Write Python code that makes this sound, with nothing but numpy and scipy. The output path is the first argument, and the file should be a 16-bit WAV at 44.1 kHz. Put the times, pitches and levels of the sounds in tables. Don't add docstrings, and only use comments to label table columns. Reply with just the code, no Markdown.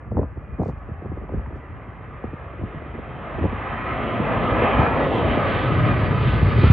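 import sys
import numpy as np
from scipy import signal
from scipy.fft import rfft, irfft
from scipy.io import wavfile
from scipy.ndimage import uniform_filter1d

SR = 44100
rng = np.random.default_rng(int(sys.argv[2]) if len(sys.argv) > 2 else 0)


def dump(signal):
    limited = np.clip(np.atleast_2d(signal).T, -1, 1)
    pcm = np.round(limited * 32767).astype(np.int16)
    wavfile.write(sys.argv[1], SR, pcm)


N = 296352
TIME = np.arange(N) / SR
HZ = np.maximum(np.arange(N // 2 + 1) * SR / N, 1)

# (frequency [Hz], relative level per Hz [dB])
ROAR_SPECTRUM = [(65, -32), (110, -2.5), (174, -7.5), (231, 3.5), (321, -2), (548, -2), (951, -6),
                 (1240, -6.5), (1460, -14.5), (1960, -13.5), (2300, -19), (2490, -17.5), (2820, -22.5),
                 (3150, -26), (4740, -51.5), (6160, -82), (10400, -120)]
# (centre [Hz], width [Hz], level [dB])
ROAR_HUMPS = [(220, 84, -2), (770, 99, 0), (900, 220, -2), (1010, 12, 4.5), (1236, 160, 2), (1395, 33, -2),
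              (1638, 150, 6), (2070, 210, 2.5), (2290, 92, 1.5), (3800, 440, 2)]
# (frequency [Hz], level [dB])
ROAR_SIDE = [(150, -10), (280, -11), (450, -15), (750, -20), (1200, -17), (1550, -8), (1900, -11),
             (2250, -19), (2700, -14), (4000, -24)]
# (time [s], relative level [dB])
ROAR_LEVEL = [(0.0, -49), (2.7, -43), (3.15, -40), (3.6, -34.5), (3.85, -31), (4.1, -31.5), (4.42, -28.5),
              (4.72, -26), (4.95, -26.5), (5.12, -31), (5.5, -26), (5.71, -30.5), (5.87, -29), (6.1, -32),
              (6.45, -31.5), (6.7, -29)]
# (time [s], half length [s], centre [Hz], level [dB])
ROAR_SURGES = [(.2, .25, 3700, -3.5), (3.6, .3, 800, 2), (3.85, .14, 2100, 1.5), (2.705, 0.29, 3200, 3.5),
               (3.258, 0.34, 700, 3.5), (3.308, 0.32, 3420, 3.5), (3.753, 0.37, 523, -6.5),
               (4.123, 0.19, 3000, 5.5), (4.362, 0.38, 194, 8.5), (4.798, 0.4, 850, 2.5),
               (4.205, .025, 240, 3), (5.25, .12, 330, 3.5), (4.454, 0.071, 3460, 5.5),
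               (4.707, 0.12, 2880, 6), (4.957, 0.25, 3100, -2), (5.139, 0.11, 3480, 10.5),
               (5.32, 0.04, 3200, 6), (5.587, 0.17, 3560, 6), (5.822, 0.14, 2750, 1),
               (6.304, 0.1, 3380, 8.5), (6.477, 0.11, 2940, -4), (6.61, 0.16, 703, -6.5),
               (6.66, 0.13, 3660, 6)]
# (time [s], frequency [Hz])
BLADE_PITCH = [(0, 1562), (2, 1558), (3.8, 1558), (4.3, 1553), (4.7, 1545), (5.3, 1529), (6, 1519),
               (6.72, 1514)]
# (multiple [1], far [dB], near [dB])
FAN_HARMONICS = [(1, -7, 1), (2, -3.5, 0), (3, 2, 4), (4, -1, 3)]
# (time [s], half length [s], multiple [1], rise [dB])
FAN_FLARES = [(1.95, .15, 2, 6), (3.15, .1, 2, 8), (3.8, 0.071, 2, 10), (5.28, .1, 2, 11.5),
              (5.47, 0.29, 1, 7), (6.33, 0.048, 1, 8.5), (6.196, 0.19, 3, 5), (6.61, .12, 3, 7)]
# (time [s], half length [s], centre [Hz], glide [Hz/s], level [dB])
WHINE_SWELLS = [(2.95, .08, 1280, 3, -8), (3.6, 0.11, 1150, 1.5, 1), (3.72, .12, 1255, 200, 2.5),
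                (3.7, 0.18, 1765, 99.5, -0.5), (3.94, 0.052, 1275, -0.5, 1.5), (4.22, .1, 1240, 200.5, -4),
                (4.3, .14, 2000, -0.5, -2), (4.48, 0.065, 1280, -0.5, 6), (4.66, 0.093, 1200, 0.5, 1.5),
                (4.82, 0.14, 1275, 250.5, 4.5), (5.03, 0.053, 1935, -200, 4.5),
                (5.42, 0.075, 1240, 149, 2.5), (5.71, .07, 1280, 0.5, 7.5), (5.86, 0.12, 1245, -200, 3.5),
                (6.19, .09, 1275, -150, 4.5), (6.42, 0.095, 1680, -1.5, -1.5), (6.69, .09, 1350, -2, 6.5)]
# (time [s], half length [s], change [dB])
WHISTLE_FLARES = [(.52, 0.18, 12), (2.3, .14, 7.5), (2.9, 0.16, 6), (3.87, 0.075, 9), (4.72, 0.15, 8),
                  (5.45, .08, -3), (5.9, .14, 4), (6.66, .1, 6)]
# (frequency [Hz], level [dB])
PORT_TILT = [(500, .7), (850, .8), (1100, -2.3), (1300, 0), (1700, 0), (1980, -4.5), (2220, 0),
             (2580, -2.5), (3300, -.2), (4500, .6)]
# (frequency [Hz], relative level per Hz [dB])
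EXHAUST_SPECTRUM = [(40, -27.5), (70, -13.5), (95, 12), (120, 12.5), (160, 6), (220, -1.5), (330, -22),
                    (700, -82.5)]
# (frequency [Hz], relative level per Hz [dB])
RUMBLE_SPECTRUM = [(20, -33.5), (35, -23), (52, 0.5), (80, -2), (118, -9.5), (170, -14.5), (260, -26.5),
                   (500, -41), (1000, -70), (2500, -95)]
# (time [s], relative rumble level [dB])
BREEZE = [(0.0, -38.5), (0.37, -37), (0.94, -40), (1.14, -35), (1.84, -41), (2.45, -46.5), (2.68, -37.5),
          (3.3, -38), (4.21, -38), (4.54, -28), (5.55, -33.5), (5.95, -25), (6.6, -26)]
# (time [s], half length [s], change [dB])
GUSTS = [(.18, 0.05, 16.5), (.53, .05, 4), (.73, 0.045, 4.5), (1.36, 0.06, 6.5), (2.28, 0.036, 11),
         (2.63, 0.056, 6), (3.47, 0.08, 10.5), (4.0, 0.06, 7), (4.8, .05, 7), (5.3, .05, 3),
         (5.68, .06, -2.5)]
# (frequency [Hz], relative level per Hz [dB])
SLAP_SPECTRUM = [(80, -20), (180, 8.5), (320, 2), (550, -3.5), (900, -14), (1300, -28.5), (2000, -37),
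                 (3500, -69)]
# (time [s], thud [dB], slap [dB], snap [dB], whoop start control [Hz])
BUFFETS = [(0.115, -20, -21, -29, 940), (0.146, -18.5, -24, -57, 350), (0.167, -12, -16.5, -15, 685),
           (0.177, -9.5, -18, -27, 460), (0.189, -23.5, -16.5, -21, 802), (0.213, -30, -22.5, -29, 810),
           (0.2285, -20, -20.5, -19, 1000), (0.368, -23, -28, -50, 690), (0.531, -38, -38, -60, 450),
           (0.586, -33, -22.5, -45, 455), (0.595, -13.5, -16.5, -25, 654), (0.615, -18, -18, -24, 900),
           (0.631, -24, -29, -20, 1180), (0.656, -18, -21.5, -30, 1007), (0.683, -20, -20.5, -29, 800),
           (0.694, -21, -28, -24, 900), (0.725, -25, -39, -40, 690), (0.887, -31, -25.5, -43, 490),
           (0.908, -18.5, -38, -57, 303), (1.018, -51, -27.5, -43, 700), (1.044, -30, -26.5, -39, 563),
           (1.055, -28, -26.5, -39, 703), (1.115, -32, -24, -43, 595), (1.17, -24, -25.5, -53, 740),
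           (1.212, -47, -27.5, -48, 800), (1.235, -33, -25.5, -47, 650), (1.29, -35, -25.5, -32, 1104),
           (1.319, -23, -26, -39, 710), (1.337, -21.5, -22, -38, 618), (1.368, -32, -34, -45, 670),
           (1.392, -40, -32, -25, 690), (1.47, -21.5, -28.5, -51, 357), (1.505, -40, -29, -49, 543),
           (1.524, -41, -32, -49, 500), (1.554, -32, -28, -34, 590), (1.872, -37, -30.5, -49, 447),
           (2.238, -21, -20, -44, 560), (2.33, -22, -26.5, -38, 507), (2.533, -40, -30, -46, 545),
           (2.593, -21, -26, -49, 465), (2.61, -25, -26, -44, 600), (2.63, -22, -23.5, -43, 603),
           (2.65, -34, -33, -48, 540), (2.74, -38, -27, -51, 450), (2.817, -46, -29, -43, 774),
           (2.947, -38, -25.5, -43, 646), (2.986, -34, -25, -42, 650), (3.101, -37, -30, -39, 600),
           (3.383, -28.5, -20, -43, 604), (3.409, -16.5, -21.5, -39, 454), (3.427, -15.5, -20.5, -42, 400),
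           (3.439, -18, -16, -22, 600), (3.449, -22, -15, -30, 800), (3.522, -23, -22.5, -41, 500),
           (4.197, -14, -16, -35, 407), (4.785, -13.5, -12, -35, 300), (4.828, -19, -16, -26, 444),
           (5.18, -29, -15.5, -31, 450), (5.21, -26, -14.5, -37, 450), (5.37, -20, -11, -24, 423),
           (6.42, -1.5, -21.5, -31, 150), (6.44, -5.5, -36, -28, 200), (6.58, -20.5, -15.5, -37, 350),
           (6.633, 0.5, -11.5, -31, 330), (6.66, -4.5, -19.5, -37, 280), (6.693, 2.5, -24, -22, 250)]
# (time [s], relative level [dB])
TICKS = [(0.63, -61), (0.649, -66), (0.6665, -66), (0.6796, -58), (0.703, -76), (0.7841, -72),
         (1.5623, -71), (3.8706, -71), (4.82, -66), (4.8364, -66), (5.013, -63), (5.045, -64), (5.075, -68),
         (5.1093, -63), (5.132, -62), (5.153, -61), (5.177, -59.5)]
# (time [s], relative level [dB])
TAPS = [(1.392, -51), (1.46, -34)]

START_M, SPEED_M_PER_S, NEAR_M = 700, 70, 370
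AIR_KNEE_HZ, AIR_DB_PER_KM_PER_KHZ = 1350, 17.5
STRAY_LATE_S, STRAY_WANDER, STRAY_DB = (.0012, .008), .03, -22.5
RUSH_DB, RUSH_DB_PER_HALVING = -41.5, 13.5
LOBE_S, LOBE_HALF_S, LOBE_DB = 4.717, 1.2, 15.5
SURGE_OCTAVES, HISS_HZ, HISS_DB = 0.32, 3500, 1
TURN_S, TURN_LASTS_S = 5.53, 0.057
SWOOP_FAR_HZ, SWOOP_NEAR_HZ = 560, 360
FAN_DB, WHISTLE_DB, WHINE_DB = -2.5, -2.5, 0.5
WHISTLE_HZ, WHISTLE_WAVER, WHINE_WIDTH_HZ = 2429, .0035, 135
EXHAUST_DB, EXHAUST_DB_PER_HALVING = -32.5, 21
BOOM_S, BOOM_HALF_S, BOOM_DB = 5.79, 0.13, 6
WIND_SIDE_DB = -13.5
BREAKUP_DB = -20
SIZZLE_HZ, SIZZLE_DB, CUTOFF_HZ = 9600, -62, 13700


def from_db(db):
    return 10 ** (np.asarray(db) / 20)


def rms_one(x):
    return x / np.sqrt(np.mean(x ** 2) + 1e-20)


def evened(x, size):
    return x / np.sqrt(uniform_filter1d(np.mean(x ** 2, axis=0), size=size))


def in_time(rows):
    s, *columns = np.transpose(rows)
    return [np.interp(TIME, s, c) for c in columns]


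def at_hz(points, hz):
    f, db = np.transpose(points)
    return np.interp(np.log(hz), np.log(f), db)


def bell(offset, width):
    return np.exp(-(offset / width) ** 2)


def swells(rows):
    return sum(db * bell(TIME - s, length) for s, length, db in rows)


def drift(rate_hz):
    step, settle = 40, 2000
    r = np.exp(-2 * np.pi * rate_hz * step / SR)
    white = rng.standard_normal(N // step + settle + 2)
    slow = signal.lfilter([1], [1, -2 * r, r * r], white)[settle:]
    return np.interp(np.arange(N) / step, np.arange(len(slow)), rms_one(slow))


def noise(colour_db, side_db):
    mid, side = rfft(rng.standard_normal((2, N)))
    stereo = mid + from_db(side_db) * side * [[1], [-1]]
    return rms_one(irfft(stereo * from_db(colour_db), N))


def band(x, low_hz, high_hz):
    return signal.sosfilt(signal.butter(2, [low_hz, high_hz], "band", fs=SR, output="sos"), x)


def band_db(x, low_hz, high_hz):
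    inside = (HZ > low_hz) & (HZ < high_hz)
    power = np.sum(abs(rfft(x)[:, inside]) ** 2, axis=1)
    return 10 * np.log10(2 * np.mean(power) / N ** 2)


def distance_m():
    return START_M - SPEED_M_PER_S * TIME


def halvings():
    return np.log2(NEAR_M / distance_m())


def far_to_near(far, near):
    return far + (near - far) * (1 + np.tanh((TIME - TURN_S) / TURN_LASTS_S)) / 2


def stray_paths(x, count=8):
    out = x
    for late_s in np.geomspace(*STRAY_LATE_S, count):
        delay_s = late_s * (1 + STRAY_WANDER * drift(.8)) * np.sqrt(NEAR_M / distance_m())
        copy = np.array([np.interp(TIME - delay_s, TIME, side) for side in x])
        out = out + from_db(STRAY_DB) * drift(2.5) * copy
    return rms_one(out)


def aircraft(rush_hz=560, roar_hz=1350, roar_db=-0.04, edge_db=5.5):
    humps = sum(db * np.exp(-2 * ((HZ - hz) / width) ** 2) for hz, width, db in ROAR_HUMPS)
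    near = stray_paths(noise(at_hz(ROAR_SPECTRUM, HZ) + humps, at_hz(ROAR_SIDE, HZ)))
    rush = RUSH_DB + RUSH_DB_PER_HALVING * halvings() + LOBE_DB * bell(TIME - LOBE_S, LOBE_HALF_S)
    rush = rush - band_db(near, 300, 800)
    roar = in_time(ROAR_LEVEL)[0] + roar_db - band_db(near, 1000, 2400)
    extra_km = (distance_m() - NEAR_M) / 1000
    surges = [(HISS_HZ, HISS_DB)]
    surges += [(hz, db * bell(TIME - s, length)) for s, length, hz, db in ROAR_SURGES]
    edge = edge_db * ((NEAR_M / distance_m()) ** 2 - 1)

    def path_db(hz):
        engine = np.interp(hz, [rush_hz, roar_hz], [0, 1])
        top = np.interp(hz, [3500, 4900], [0, 1])
        absorbed = AIR_DB_PER_KM_PER_KHZ * extra_km * max(hz - AIR_KNEE_HZ, 0) / 1000
        surge = sum(db * bell(np.log2(hz / centre), SURGE_OCTAVES) for centre, db in surges)
        return (1 - engine) * rush + engine * roar - absorbed + surge + top * edge

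    def roar_at(hz):
        return band_db(near, hz - 50, hz + 50) + path_db(hz)

    return flickering_roar(near, path_db) + fan(roar_at) + whines(roar_at) + whistle(roar_at)


def flickering_roar(near, path_db, flicker_db=0.57, swirl_db=0.74, swoop_db=3.5):
    centres_hz = np.geomspace(200, 6000, 20)
    swoop_hz = far_to_near(SWOOP_FAR_HZ, SWOOP_NEAR_HZ)
    spectrum, swirl, out = rfft(near), drift(7.4), 0
    for hz, share in zip(centres_hz, np.eye(len(centres_hz))):
        part = irfft(spectrum * np.interp(HZ, centres_hz, share), N)
        swoop = swoop_db * np.exp(-2 * np.log2(hz / swoop_hz) ** 2)
        level_db = path_db(hz) + swoop + swirl_db * swirl + flicker_db * drift(21)
        out = out + part * from_db(level_db)
    return out


def tone(hz, waver=.001):
    phase = 2 * np.pi * np.cumsum(hz * (1 + waver * drift(25))) / SR
    return rms_one(np.sin(phase) * from_db(2.8 * drift(14)))


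def fan(roar_at):
    pitch_hz, = in_time(BLADE_PITCH)
    out = 0
    for multiple, far_db, near_db in FAN_HARMONICS:
        flare_db = swells([(s, length, db) for s, length, k, db in FAN_FLARES if round(k) == multiple])
        level_db = roar_at(multiple * pitch_hz[-1]) + FAN_DB + far_to_near(far_db, near_db) + flare_db
        out = out + from_db(level_db) * tone(multiple * pitch_hz)
    return out


def whine(hz):
    low_pass_db = np.maximum(-8 * (2 * HZ / WHINE_WIDTH_HZ) ** 2, -100)
    slow = evened(noise(low_pass_db, side_db=0), size=4000)
    phase = 2 * np.pi * np.cumsum(hz) / SR
    return rms_one(slow[0] * np.cos(phase) + slow[1] * np.sin(phase))


def whines(roar_at):
    out = 0
    for s, length, hz, glide, db in WHINE_SWELLS:
        gain = from_db(roar_at(hz) + WHINE_DB + db) * bell(TIME - s, length)
        out = out + gain * whine(hz + glide * (TIME - s))
    return out


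def whistle(roar_at):
    level_db = roar_at(WHISTLE_HZ) + WHISTLE_DB + swells(WHISTLE_FLARES)
    return from_db(level_db) * tone(WHISTLE_HZ, WHISTLE_WAVER)


def ports(x, turn_hz=1620, width_hz=115):
    ring = 1j * (HZ ** 2 - turn_hz ** 2) / (HZ * width_hz)
    turn = np.stack([np.ones(len(HZ)), (ring - 1) / (ring + 1)])
    response = irfft(turn * from_db(at_hz(PORT_TILT, HZ) * [[.5], [-.5]]), N)
    short = np.roll(response, 1024, axis=1)[:, :2049]
    return signal.fftconvolve(x, short, mode="same", axes=1)


def exhaust(roll_db=2.15):
    level_db = EXHAUST_DB + EXHAUST_DB_PER_HALVING * halvings() + BOOM_DB * bell(TIME - BOOM_S, BOOM_HALF_S)
    rumble = noise(at_hz(EXHAUST_SPECTRUM, HZ), side_db=-13)
    return from_db(level_db + roll_db * drift(23.0)) * evened(rumble, size=5000)


def wind(level_db=2.0, lumps_db=3, flutter_db=-15, ragged_db=5.0, flutter_ceiling_db=-25):
    flow_db = in_time(BREEZE)[0] + swells(GUSTS) + level_db
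    steady = evened(noise(at_hz(RUMBLE_SPECTRUM, HZ), WIND_SIDE_DB), size=3000)
    rumble = rms_one(steady * from_db(lumps_db * drift(12)))
    ragged = from_db(ragged_db * np.minimum(drift(33), 2))
    flutter = rms_one(band(noise(at_hz(SLAP_SPECTRUM, HZ), WIND_SIDE_DB) * ragged, 240, 460))
    flutter_level_db = np.minimum(flow_db, flutter_ceiling_db) + flutter_db
    return from_db(flow_db) * rumble + from_db(flutter_level_db) * flutter


def hiss():
    colour = at_hz([(3000, 2.0), (7000, 1.0), (13000, -6)], HZ)
    return from_db(-88.5) * noise(colour, side_db=-17.5)


def puff(s, rise_s):
    age = np.clip((TIME - s) / rise_s, 0, 60)
    return age * np.exp(1 - age)


def knock(rise_s, low_hz, high_hz):
    pulse = band(puff(0, rise_s)[None, :SR // 10], low_hz, high_hz)
    pulse = band(pulse, 0.93 * low_hz, 2 * high_hz)
    return pulse / abs(pulse).max()


def add(track, s, burst):
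    start = int(np.clip(s * SR, 0, N - 1))
    track[:, start:start + burst.shape[1]] += burst[:, :N - start]


def small_eddies(count=24, thud_db=0, slap_db=-2, snap_db=-22, scatter_db=3, ceiling_db=-27):
    when, size, speed = rng.random((count, 3)).T
    times = (np.arange(count) + when) / count * (N / SR - .1)
    breeze_db = np.minimum(np.interp(times, *np.transpose(BREEZE)), ceiling_db)
    levels = breeze_db + scatter_db * (2 * size - 1)
    return list(zip(times, levels + thud_db, levels + slap_db, levels + snap_db, 350 * 2 ** speed))


def buffets(thud_db=-3, slap_db=-6, snap_db=-4, whoop_db=-5.0, whoop_s=0.006, fall_s=0.00904, end_hz=90,
            breakup=0.7, wake_db=-12, wake_s=0.0094, slap_s=0.0044, thud_lag_s=0.0053, snap_lag_s=.002,
            edge_hz=2000):
    length = SR // 8
    turbulence = evened(noise(at_hz(SLAP_SPECTRUM, HZ), WIND_SIDE_DB), size=200)
    envelope = np.hypot(puff(0, slap_s), from_db(wake_db) * puff(0, wake_s))[:length]
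    whoop_shape = puff(0, whoop_s)[:length]
    dive = np.exp(-TIME[:length] / fall_s)
    thud, snap = knock(0.0025, 70, 190), knock(0.00025, 620, 1100)
    out = np.zeros((2, N))
    for s, thud_peak, slap_peak, snap_peak, start_hz in list(BUFFETS) + small_eddies():
        start, sign = round(s * SR), rng.choice([-1, 1], 2)
        burst = turbulence[:, start:start + length]
        cycles = np.cumsum(end_hz + (start_hz - end_hz) * dive) / SR + rng.random()
        phase = 2 * np.pi * cycles + rng.normal(0, .25, (2, 1))
        burst_db = slap_peak + slap_db + breakup * min(slap_peak - BREAKUP_DB, 0)
        add(out, s, from_db(slap_peak + whoop_db) * whoop_shape * np.sin(phase))
        add(out, s, from_db(burst_db) * burst * envelope[:burst.shape[1]])
        add(out, s + thud_lag_s, from_db(thud_peak + thud_db) * sign[0] * thud)
        add(out, s + snap_lag_s, from_db(snap_peak + snap_db) * sign[1] * snap)
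    return signal.sosfilt(signal.butter(4, edge_hz, fs=SR, output="sos"), out)


def ticks(level_db=-3, rise_s=0.0012, rustle_db=-13, rustle_s=0.01, grain_db=4, tap_db=-2, fizz_db=-21):
    rustle = from_db(rustle_db + grain_db * np.minimum(drift(160), 2))
    bursts = sum(from_db(db + level_db) * (puff(s, rise_s) + rustle * puff(s, rustle_s)) for s, db in TICKS)
    taps = sum(from_db(db + tap_db) * puff(s, 0.0018) for s, db in TAPS)
    bright = rms_one(band(band(rng.standard_normal(N), 2800, 7500), 2000, 8500))
    fizz = rms_one(band(rng.standard_normal(N), 8000, 14000))
    dull = rms_one(band(rng.standard_normal(N), 800, 1500))
    return bursts * (bright + from_db(fizz_db) * fizz) + band(taps * dull, 500, 2000)


def scene():
    return ports(aircraft()) + exhaust() + wind() + hiss() + buffets() + ticks()


def record(dry):
    thin = signal.sosfilt(signal.butter(2, 36, "high", fs=SR, output="sos"), dry)
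    sizzle = from_db(SIZZLE_DB) * band(thin, 60, 300) * np.sin(2 * np.pi * SIZZLE_HZ * TIME)
    return signal.sosfilt(signal.cheby2(12, 70, CUTOFF_HZ, fs=SR, output="sos"), thin + sizzle)


dry = scene()
out = record(dry)
dump(out)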